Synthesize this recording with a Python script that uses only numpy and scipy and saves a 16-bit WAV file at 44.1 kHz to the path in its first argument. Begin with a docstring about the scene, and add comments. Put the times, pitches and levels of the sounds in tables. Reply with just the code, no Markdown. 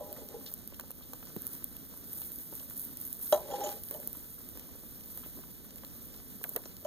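"""In a wood stove, paper and cardboard kindling catches while a gas lighter is held to it.
A soft draught and rumble lie under a bright sizzle, all made of coloured noise. Random tiny clicks
crackle in bursts; short noise bursts make the pops, ticks and rustles. The lighter knocks and drags
on the stove floor, which rings as a set of fading sines. The recorder widens the stereo with a
short, inverted delay."""
import sys
import numpy as np
from scipy import signal
from scipy.fft import rfft, irfft, next_fast_len
from scipy.io import wavfile

SR = 44100
rng = np.random.default_rng(int(sys.argv[2]) if len(sys.argv) > 2 else 0)


def log_audio(samples):
    """Write samples as a 16-bit WAV file to the path given in sys.argv[1]."""
    # one column per channel
    frames = np.atleast_2d(samples).T
    # limit to full scale, then quantise
    limited = np.clip(frames, -1, 1)
    pcm = np.round(limited * 32767).astype(np.int16)
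    wavfile.write(sys.argv[1], SR, pcm)


N = 302545   # samples


def amp(db):
    """Turn dB into a gain."""
    return 10 ** (np.asarray(db) / 20)


def rms_one(x):
    """Scale a sound so that its rms strength is 1."""
    return x / np.sqrt(np.mean(x ** 2) + 1e-20)


def in_time(rows):
    """Join the points of a curve table with straight lines, one value per sample."""
    times, *columns = np.transpose(rows)
    return [np.interp(np.arange(N) / SR, times, column) for column in columns]


SPECTRUM_TOP_HZ = 15800   # nothing above this in coloured noise


def coloured(x, spectrum):
    """Give a sound the tone balance of a spectrum table, cut off at the top, with rms 1."""
    size = next_fast_len(N)
    hz = np.arange(size // 2 + 1) * SR / size + 1   # 1 Hz up, to avoid log(0)
    points_hz, points_db = np.transpose(spectrum)
    gain = amp(np.interp(np.log(hz), np.log(points_hz), points_db))
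    gain = gain * (hz < SPECTRUM_TOP_HZ)
    return rms_one(irfft(rfft(x, size) * gain, size)[:N])


def drift(rate_hz):
    """Wander slowly at random: noise smoothed by two poles, rms 1."""
    r = np.exp(-2 * np.pi * rate_hz / SR)
    noise = rng.standard_normal(N + SR)
    wander = signal.lfilter([1], [1, -2 * r, r * r], noise)
    return rms_one(wander[SR:])   # skip the filter's first second


def band(x, low_hz, high_hz):
    """Keep only the pitches between two edges."""
    edges = [low_hz, min(high_hz, .45 * SR)]
    return signal.sosfilt(signal.butter(2, edges, "band", fs=SR, output="sos"), x)


def ring(x, hz, t60):
    """Resonate like one mode: a click of 1 starts a sine of height 1 that fades 60 dB in t60 seconds."""
    r, w = amp(-60 / (t60 * SR)), 2 * np.pi * hz / SR
    return signal.lfilter([0, np.sin(w)], [1, -2 * r * np.cos(w), r * r], x + 1e-18)


def add(out, s, sound):
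    """Mix a short sound in at s seconds."""
    i = round(s * SR)
    out[i:i + len(sound)] += sound[:N - i]


def burst(low_hz, high_hz, t60, click):
    """Make a click with a dying noise tail in one band, peak 1."""
    t = np.arange(2000) / SR
    push = rng.standard_normal(len(t)) * amp(-60 * t / t60)
    push[0] = click
    sound = band(push, low_hz, high_hz)
    return sound / np.abs(sound).max()


# tone balance of the draught: f/Hz, level/dB (only the shape matters)
DRAUGHT = [(20, -15), (55, 8), (110, -5), (200, 1.5), (260, 3), (350, -8.5), (460, -9.5), (600, -13),
           (800, -21), (1200, -18.5), (2000, -21), (4000, -18.5), (7000, -19), (15000, -21.5)]
DRAUGHT_DB = -53


def draught():
    """Soft flow of air: coloured noise whose level wanders a little."""
    wander_db = .5 * drift(3) + drift(14)
    return coloured(rng.standard_normal(N), DRAUGHT) * amp(DRAUGHT_DB + wander_db)


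PORT_RUMBLE_DB, PORT_RUMBLE_HZ = -56.5, 250   # level, upper edge


def port_rumble():
    """Low rumble at the two microphone ports: separate low noise on each side."""
    noise = band(rng.standard_normal((2, N)), 21.5, PORT_RUMBLE_HZ)
    return amp(PORT_RUMBLE_DB) * rms_one(noise)


# strength of the sizzle as the kindling burns: t/s, level/dB
BURN = [(0.0, -50.5), (0.42, -51), (0.71, -53.5), (1.2, -51), (1.89, -50), (2.29, -45.5), (2.79, -46),
        (3.63, -48), (4.28, -47), (4.57, -50.5), (4.79, -51.5), (5.24, -46.5), (5.7, -52), (5.98, -49.5),
        (6.17, -51.5), (6.5, -47), (6.69, -52), (6.86, -52)]
# tone balance of sizzle and crackle: f/Hz, level/dB (only the shape matters)
SIZZLE = [(3000, -22), (6000, -16), (8000, -9.5), (10000, -3.5), (12000, 0.5), (13800, 5.5), (15000, -4),
          (15800, 5)]


def sizzle():
    """Smooth sizzle of escaping gas: bright noise that follows the burn and flutters quickly."""
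    level_db = in_time(BURN)[0] + 1.55 * drift(23)
    return coloured(rng.standard_normal(N), SIZZLE) * amp(level_db)


# flurries of crackle: t/s (start), build-up/s, hold/s, level/dB
FLURRIES = [(0.381, .11, 0.018, -51), (1.344, 0.052, .15, -48.5), (2.034, 0.1, 0.14, -45),
            (2.473, .08, 0.063, -49), (2.756, 0.0052, .085, -46.5), (2.976, 0.038, 0.093, -48.5),
            (3.187, .04, .13, -41.5), (3.598, .09, .03, -46), (3.812, .09, .11, -48),
            (4.24, 0.084, .1, -53.5), (4.943, .2, .3, -55), (5.742, 0.24, .2, -54),
            (6.455, 0.092, 0.045, -51.5)]
FLURRY_FADE_DB_PER_S, CALM_CRACKLE_DB = 195.5, -59.5


def crackle_db():
    """Crackle level over time: each flurry builds up out of the calm, holds and fades."""
    t, level = np.arange(N) / SR, np.full(N, float(CALM_CRACKLE_DB))
    for s, build_s, hold_s, top_db in FLURRIES:
        rising = CALM_CRACKLE_DB + (top_db - CALM_CRACKLE_DB) * (t - s) / build_s
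        fading = top_db - FLURRY_FADE_DB_PER_S * (t - s - build_s - hold_s)
        flurry = np.minimum(np.minimum(rising, fading), top_db)
        level = np.maximum(level, flurry)
    return level


DENSER_PER_DB = 1.7   # dB more snaps per second for each dB of crackle


def crackle():
    """Tiny fibres snap at random in uneven clumps, each a click of noise that dies within a millisecond."""
    level_db = crackle_db()
    denser_db = DENSER_PER_DB * (level_db - CALM_CRACKLE_DB)
    snaps_per_s = 400 * amp(3 * drift(30) + denser_db)
    born = rng.random(N) < snaps_per_s / SR
    sizes = amp(6.8 * np.minimum(rng.exponential(1, N), 3.0)) * born
    fading = amp(-60 / (.0007 * SR))
    snaps = signal.lfilter([1], [1, -fading], sizes) * rng.standard_normal(N)
    evened = snaps / amp(denser_db / 2)   # so that more snaps do not also add level
    return amp(level_db) * coloured(evened, SIZZLE)


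# lighter knocking the stove floor: t/s, level/dB (base strength), f/Hz (best-struck pitch),
# brightness/(dB per octave above that pitch), woody clack/dB (relative to level)
KNOCKS = [(.002, -36, 610, 0, -31), (.02, -42, 930, -3, -25), (.04, -47, 620, -4, -29),
          (.075, -44, 450, -6, -25), (.112, -40.5, 597, -15, -18), (.14, -50, 600, -15, -20),
          (.18, -38, 452, -16, -20), (.214, -35.5, 452, -3, -23), (.296, -59, 820, -5, -25),
          (.338, -23.5, 435, -27, -31), (.339, -40, 830, -12, -30), (.357, -27.5, 437, -17, -38),
          (3.3245, -12.5, 646, 1, -8), (3.345, -24, 600, 1.5, -5.5), (3.374, -24.5, 667, -2, -13),
          (3.394, -38, 656, -1, -8), (3.483, -32, 550, -11, -15), (3.502, -32, 670, 0.5, -15),
          (3.511, -30, 805, 2, -11), (3.514, -30.5, 484, 5, -19), (3.536, -31.5, 815, -5, -8),
          (3.537, -25, 491, 1, -23), (3.578, -36, 810, -2, -20), (3.605, -29, 550, -6, -7),
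          (3.611, -25.5, 827, 3, -31), (3.636, -28.5, 665, 5.5, -15), (3.655, -32, 816, -1, -16),
          (3.661, -26.5, 379, 3.5, -16), (3.672, -27, 815, -1, -24), (3.684, -36, 790, 5, -25),
          (3.697, -41, 805, 1, -12), (3.711, -40, 820, 0, -17), (3.942, -37, 573, 5, -10),
          (6.848, -27, 616, 0.5, -10.5)]
# lighter dragging over the stove floor, one list per stroke: t/s, scuff level/dB, grit level/dB # (the scuff
# level sets the drive into the ringing modes, before their gains; the grit level sets the gritty noise as
# heard)
DRAG = [
    [(0.0, -25.5, -79), (0.03, -36, -79), (0.1, -39, -65), (0.2, -37.5, -57), (0.24, -43.5, -73),
     (0.33, -37, -60), (0.42, -44.5, -82), (0.5, -43, -73)],
    [(3.38, -37, -71), (3.43, -33.5, -55), (3.49, -32, -56.5), (3.52, -26.5, -60), (3.56, -33, -48.5),
     (3.6, -21.5, -52), (3.65, -26.5, -47.5), (3.7, -38, -47.5), (3.73, -39, -49.5), (3.75, -40.5, -57),
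     (3.79, -33.5, -54)],
    [(3.91, -38.5, -51), (3.96, -37.5, -70), (4.04, -42.5, -76), (4.12, -56, -77)],
]
# ringing modes of stove floor and lighter barrel: f/Hz, level/dB, t60/s
STOVE = [(303, -7, 0.051), (362.6, -12, 0.18), (452, -7, 0.14), (507.6, -7.5, 0.11), (600.6, -4, 0.15),
         (663, -10.5, 0.057), (755, -39, 0.024), (812.7, -2.5, 0.14), (893, -21.5, 0.075),
         (990, -11.5, 0.25), (1114, -9.5, 0.045), (1356, -16, 0.12), (1800, -17, 0.07), (2630, -11, 0.03),
         (3010, -5, .03), (3305, -13.5, 0.082), (3920, -17, 0.1), (4830, -34, 0.037), (5570, -19, 0.056),
         (6200, -19, 0.13), (6860, -12, 0.13)]
HARD_DB, SLIP_JITTER = -22, 0.067   # softer knocks slide; random spread of their slip spacing


def knock_touches():
    """A hard knock lands at once; a softer one slides in four slips, nearly one best-pitch cycle apart."""
    s, peak_db, best_hz, _, _ = np.transpose(KNOCKS)
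    at = np.round(s * SR).astype(int)
    spacing = np.where(peak_db < HARD_DB, 1 / best_hz, 0)[:, None]
    uneven = 1 + SLIP_JITTER * rng.standard_normal((len(s), 1))
    slip_times = spacing * np.arange(4) * uneven
    return np.minimum(at[:, None] + np.round(slip_times * SR).astype(int), N - 1)


def drag_strokes():
    """Pressure and grit gains over time, silent between the strokes."""
    pressure, grit = np.zeros((2, N))
    for rows in DRAG:
        times, scuff_db, grit_db = np.transpose(rows)
        t = np.arange(round(times[0] * SR), round(times[-1] * SR))
        pressure[t] = amp(np.interp(t / SR, times, scuff_db))
        grit[t] = amp(np.interp(t / SR, times, grit_db))
    return pressure, grit


def lighter():
    """Knocks favour the modes near where they land; dragging feeds the low modes uneven, wandering slips."""
    s, peak_db, best_hz, bright_db, clack_db = np.transpose(KNOCKS)
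    spread = rng.standard_normal((len(s), len(STOVE)))
    touches = knock_touches()
    pressure, grit = drag_strokes()
    slip_clicks = (rng.random(N) < 1500 / SR) * rng.standard_normal(N)
    slips = rms_one(slip_clicks * amp(3.0 * drift(40)))
    scuff = band(band(slips, 282, 780), 282, 780) * pressure
    out = scuff   # the dull scuff is heard directly too
    for k, (hz, mode_db, t60) in enumerate(STOVE):
        push = scuff * amp(-41.0 + 4.1 * drift(25.0))
        octaves = np.log2(hz / best_hz)
        favour_db = 14.1 * np.exp(-(octaves / 0.27) ** 2)
        tilt_db = bright_db * np.maximum(octaves, 0)
        strength = amp(peak_db - 13.5 + favour_db + tilt_db + 2.2 * spread[:, k])
        np.add.at(push, touches, strength[:, None] / 4)   # shared by the four touches
        out = out + amp(mode_db) * ring(push, hz, t60) * (-1) ** k
    gritty = band(rng.standard_normal(N) + 1.0 * slips, 680, 19000)
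    out = band(out, 220, 21000) + grit * gritty
    for when, level_db in zip(s, peak_db + clack_db):
        woody = burst(570, 935, 0.13, 3.3)
        crack = burst(1400, 14500, .03, 4.0)
        add(out, when, amp(level_db) * (woody + amp(2.5) * crack))
    return out


SMALL_POPS, SMALL_POP_DB, SMALL_POP_SPREAD_DB = 120, -34, 3   # count, middle level, spread either way
SMALL_POP_BODY_DB = -31   # middle body level, relative to the click
SMALL_POP_GROWTH = 0.16   # dB per dB of crackle


def small_pops():
    """Draw small pops that crowd into the flurries and grow with them."""
    level_db = crackle_db()
    share = np.cumsum(amp(level_db))
    when, size, body = rng.random((SMALL_POPS, 3)).T
    at = np.searchsorted(share, (np.arange(SMALL_POPS) + when) / SMALL_POPS * share[-1])
    growth_db = SMALL_POP_GROWTH * (level_db[at] - CALM_CRACKLE_DB)
    pop_db = SMALL_POP_DB + growth_db + SMALL_POP_SPREAD_DB * (2 * size - 1)
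    body_db = SMALL_POP_BODY_DB + 2 * SMALL_POP_SPREAD_DB * (2 * body - 1)
    return list(zip(at / SR, pop_db, body_db))


# the clearest snaps of fibre: t/s, level/dB (peak of the click), body level/dB (relative to the click)
POPS = [(0.1281, -16.5, -19.5), (0.1318, -32, -22), (0.1405, -36, -22), (0.1475, -31, -25),
        (0.198, -35, -27), (0.288, -23, -15), (0.463, -25.5, -6), (0.479, -31, -7), (0.517, -28, -30),
        (0.526, -27, -16), (0.539, -13, -26), (0.578, -31, -30), (0.598, -31, -30), (0.659, -32, -30),
        (0.676, -18.5, -20), (0.744, -31, -5), (0.7978, -17.5, -12.5), (0.8096, -24, -9),
        (0.9067, -20, -18), (0.915, -18.5, -19), (1.134, -21, -11.5), (1.254, -27, -16), (1.26, -31, -9),
        (1.273, -34, -18), (1.3646, -20.5, -18), (1.386, -30, -15), (1.4145, -26, -22), (1.4202, -19, -22),
        (1.429, -28, -22), (1.468, -12, -24), (1.477, -17, -40), (1.5328, -18, -26), (1.545, -26, -24),
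        (1.551, -23, -25), (1.643, -11, -22), (1.7665, -22, -16), (1.975, -25, -25), (2.1316, -20, -18),
        (2.167, -29, -35), (2.1733, -23, -30), (2.177, -26, -30), (2.2007, -22, -30), (2.218, -18, -18),
        (2.2382, -30, -25), (2.2573, -29, -35), (2.319, -18.5, -20), (2.3594, -21, -41), (2.387, -21, -26),
        (2.4345, -31, -32), (2.538, -23, -37), (2.553, -20, -21), (2.578, -23, -16), (2.6995, -20, -18),
        (2.7185, -32, -35), (2.767, -25, -35), (2.769, -19.5, -31), (2.7768, -17, -39), (2.780, -23, -35),
        (2.783, -24, -35), (2.7902, -27, -35), (2.793, -26, -35), (2.796, -16, -35), (2.8024, -21, -35),
        (2.8086, -20, -35), (2.8155, -22, -35), (2.8182, -21, -35), (2.823, -31, -35), (2.8266, -22, -35),
        (2.838, -22, -23), (2.8445, -25, -35), (2.8512, -17.5, -24), (2.8695, -27, -35), (2.8855, -33, -35),
        (2.9, -33, -35), (2.9716, -17.5, -23), (3.0016, -21, -27), (3.012, -23, -32), (3.014, -17, -29),
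        (3.021, -31, -32), (3.0288, -29, -32), (3.0387, -26, -32), (3.0518, -21, -32), (3.065, -24, -32),
        (3.0675, -21, -32), (3.077, -19, -24), (3.083, -22, -30), (3.1284, -11.5, -27), (3.138, -26, -34),
        (3.1455, -24, -30), (3.151, -25, -34), (3.169, -24, -34), (3.193, -24, -30), (3.213, -21, -34),
        (3.217, -29, -34), (3.232, -28, -34), (3.242, -27, -34), (3.25, -27, -34), (3.2587, -41, -21),
        (3.2723, -26, -9), (3.279, -18, -32), (3.288, -21, -32), (3.361, -24, -7), (3.64, -23, -25),
        (3.673, -20, -32), (3.717, -23, -22), (3.727, -22, -21), (3.836, -18.5, -15.5), (3.8865, -21, -16),
        (3.911, -13.5, -36), (3.941, -22, -15), (4.001, -21, -26), (4.0744, -9, -28), (4.1302, -17.5, -27),
        (4.1705, -22, -29), (4.489, -20, -23), (4.574, -23, -13), (4.596, -24, -11), (5.009, -29.5, -9),
        (5.175, -17.5, -29), (5.759, -24, -17), (5.783, -30.5, -6), (5.848, -23, -11), (5.9131, -38, -40),
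        (6.433, -20, -33), (6.4402, -12.5, -20), (6.4922, -14, -33), (6.4936, -22, -30), (6.4942, -25, -30),
        (6.4954, -23, -30), (6.4966, -30, -30), (6.5352, -27, -20), (6.537, -25, -20), (6.5618, -7, -21),
        (6.564, -13, -15), (6.564, -20, -13), (6.693, -30, -13), (6.7674, -27.5, -8)]


def pops():
    """Fibres snap: each pop is a very short bright click with a longer, duller body."""
    out = np.zeros(N)
    for s, pop_db, body_db in list(POPS) + small_pops():
        click = burst(10800, 16500, .002, 7.0)
        body = burst(2000, 11000, .015, 6.0)
        add(out, s, amp(pop_db) * (click + amp(body_db) * body))
    return out


# paper curling and slumping: t/s, length/s, f/Hz (centre), level/dB (before the fade)
RUSTLES = [(0.163, 0.012, 1630, -55.5), (0.4605, 0.025, 3900, -47.5), (0.735, 0.012, 2630, -58),
           (1.022, 0.024, 3520, -58), (1.396, 0.27, 1340, -67.5), (2.216, 0.032, 2950, -57),
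           (3.27, .008, 3500, -60), (5.232, 0.017, 1210, -58.5), (5.236, 0.028, 2600, -55.5),
           (5.258, 0.015, 202, -55), (5.369, 0.028, 325, -48.5), (6.441, 0.0068, 1910, -40),
           (6.443, 0.017, 580, -45.5), (6.564, 0.011, 1670, -45.5), (6.566, 0.0088, 527, -36),
           (6.58, 0.029, 574, -51.5), (6.654, 0.009, 5650, -48.5)]


def rustles():
    """Paper curls and slumps: crumbly noise around one pitch, sudden and fading."""
    out = np.zeros(N)
    for s, length, hz, level_db in RUSTLES:
        t = np.arange(round(2 * length * SR)) / SR
        noise = band(rng.standard_normal(len(t)), hz / 1.33, hz * 1.38)
        fade = np.exp(-(t / length) ** 2)
        add(out, s, amp(level_db) * rms_one(noise) * fade)
    return out


SMALL_TICKS, SMALL_TICK_DB, SMALL_TICK_SPREAD_DB = 30, -50, 4.0   # count, middle level, spread either way
SMALL_TICK_LOW_HZ, SMALL_TICK_HIGH_HZ = 350, 950


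def small_ticks():
    """Draw faint ticks at any time and any pitch in their range."""
    when, size, pitch = rng.random((SMALL_TICKS, 3)).T
    level_db = SMALL_TICK_DB + SMALL_TICK_SPREAD_DB * (2 * size - 1)
    hz = SMALL_TICK_LOW_HZ * (SMALL_TICK_HIGH_HZ / SMALL_TICK_LOW_HZ) ** pitch
    return list(zip(when * N / SR, level_db, hz))


# the clearest ticks of card and char settling: t/s, level/dB (peak), f/Hz (centre)
TICKS = [(0.517, -46.5, 490), (0.725, -42.5, 507), (0.796, -34, 900), (0.837, -45, 674), (0.905, -42, 593),
         (1.133, -36.5, 785), (1.228, -44.5, 870), (1.271, -46.5, 920), (1.3637, -31.5, 286),
         (1.365, -38.5, 110), (1.939, -46, 775), (2.217, -47, 870), (2.526, -39.5, 480), (2.606, -46, 467),
         (2.709, -49, 1110), (3.911, -40, 524), (4.074, -43.5, 447), (4.15, -46, 925), (4.381, -51, 930),
         (4.573, -44, 428), (4.753, -43.5, 590), (4.835, -45, 487), (5.176, -43, 760), (5.237, -54, 1110),
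         (5.262, -42.5, 420), (5.372, -47, 450), (5.389, -42, 414), (5.437, -47, 940), (5.488, -53, 654),
         (5.835, -43, 910), (6.203, -50, 715), (6.414, -42, 560), (6.462, -47, 795), (6.484, -49, 497),
         (6.492, -49, 600), (6.515, -44, 474), (6.527, -57, 480), (6.556, -37, 400), (6.563, -31, 560),
         (6.658, -38.5, 475)]


def ticks():
    """Card and char settle: each tick is a short wooden thud around one pitch."""
    out = np.zeros(N)
    for s, peak_db, hz in list(TICKS) + small_ticks():
        add(out, s, amp(peak_db) * burst(hz / 1.9, hz * 1.5, 0.055, 16.0))
    return out


# faint dry ticks of charring paper: t/s, level/dB (peak), f/Hz (centre)
CRINKLES = [(0.7218, -47, 1470), (0.7973, -47, 1440), (1.1323, -53, 1470), (1.2285, -40, 1240),
            (1.271, -37, 3940), (1.363, -46, 1350), (1.625, -45, 1440), (1.6417, -46, 3310),
            (2.218, -52, 1330), (2.2882, -45, 3560), (2.5985, -34.5, 3400), (2.7092, -45, 1460),
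            (3.2715, -38, 3330), (4.0307, -43, 1790), (4.15, -50, 1440), (4.5725, -46, 1480),
            (5.038, -38, 3810), (5.175, -43, 1710), (5.4365, -45, 1630), (5.7074, -38, 3870),
            (5.7907, -52, 1280), (5.8356, -43, 1260), (6.1422, -36, 3760), (6.2008, -45, 1510),
            (6.4396, -31, 1440), (6.561, -32, 1360), (6.6386, -43, 1510), (6.657, -42, 1660),
            (6.7151, -48, 3560)]


def crinkles():
    """Charring paper ticks drily: shorter bursts, each around one pitch."""
    out = np.zeros(N)
    for s, peak_db, hz in CRINKLES:
        add(out, s, amp(peak_db) * burst(hz / 1.8, hz * 2.2, .018, 9.0))
    return out


def firebox(x):
    """Add a few close echoes off the iron walls."""
    out = x.copy()
    for lag_s, echo_db in [(.0007, -12), (.0019, -19), (.0041, -24)]:
        lag = round(lag_s * SR)
        out[lag:] += amp(echo_db) * x[:-lag]
    return out


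def scene():
    """Mix the stove sounds at one point, plus a separate rumble at each microphone port."""
    kindling = firebox(pops() + rustles() + ticks() + crinkles())
    near = draught() + sizzle() + crackle() + lighter() + kindling
    return near + port_rumble()


LEFT_LAG = 17   # samples
CUTOFF_HZ = 16700   # 70 dB down from here up


def record(dry):
    """Widen the stereo: the left is inverted and late, but turns back into step from bass to lower mids."""
    size = next_fast_len(N + 4096)
    hz = np.arange(size // 2 + 1) * SR / size + 1e-3
    inverted_delay = 2 * np.pi * hz * LEFT_LAG / SR - np.pi
    back_in_step = -2 * np.arctan(130 / hz)
    lag = np.maximum(inverted_delay, back_in_step)   # radians
    # the left is softer in the bass and the treble
    softer_db = np.interp(hz, [200, 300, 4000, 9000, 14000], [-3.0, 0.0, 0.0, -3.0, -1.5])
    left = irfft(rfft(dry[0], size) * amp(softer_db) * np.exp(-1j * lag), size)[:N]
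    low_pass = signal.cheby2(12, 70, CUTOFF_HZ, fs=SR, output="sos")
    return signal.sosfilt(low_pass, [left, dry[1]])


dry = scene()
out = record(dry)
log_audio(out)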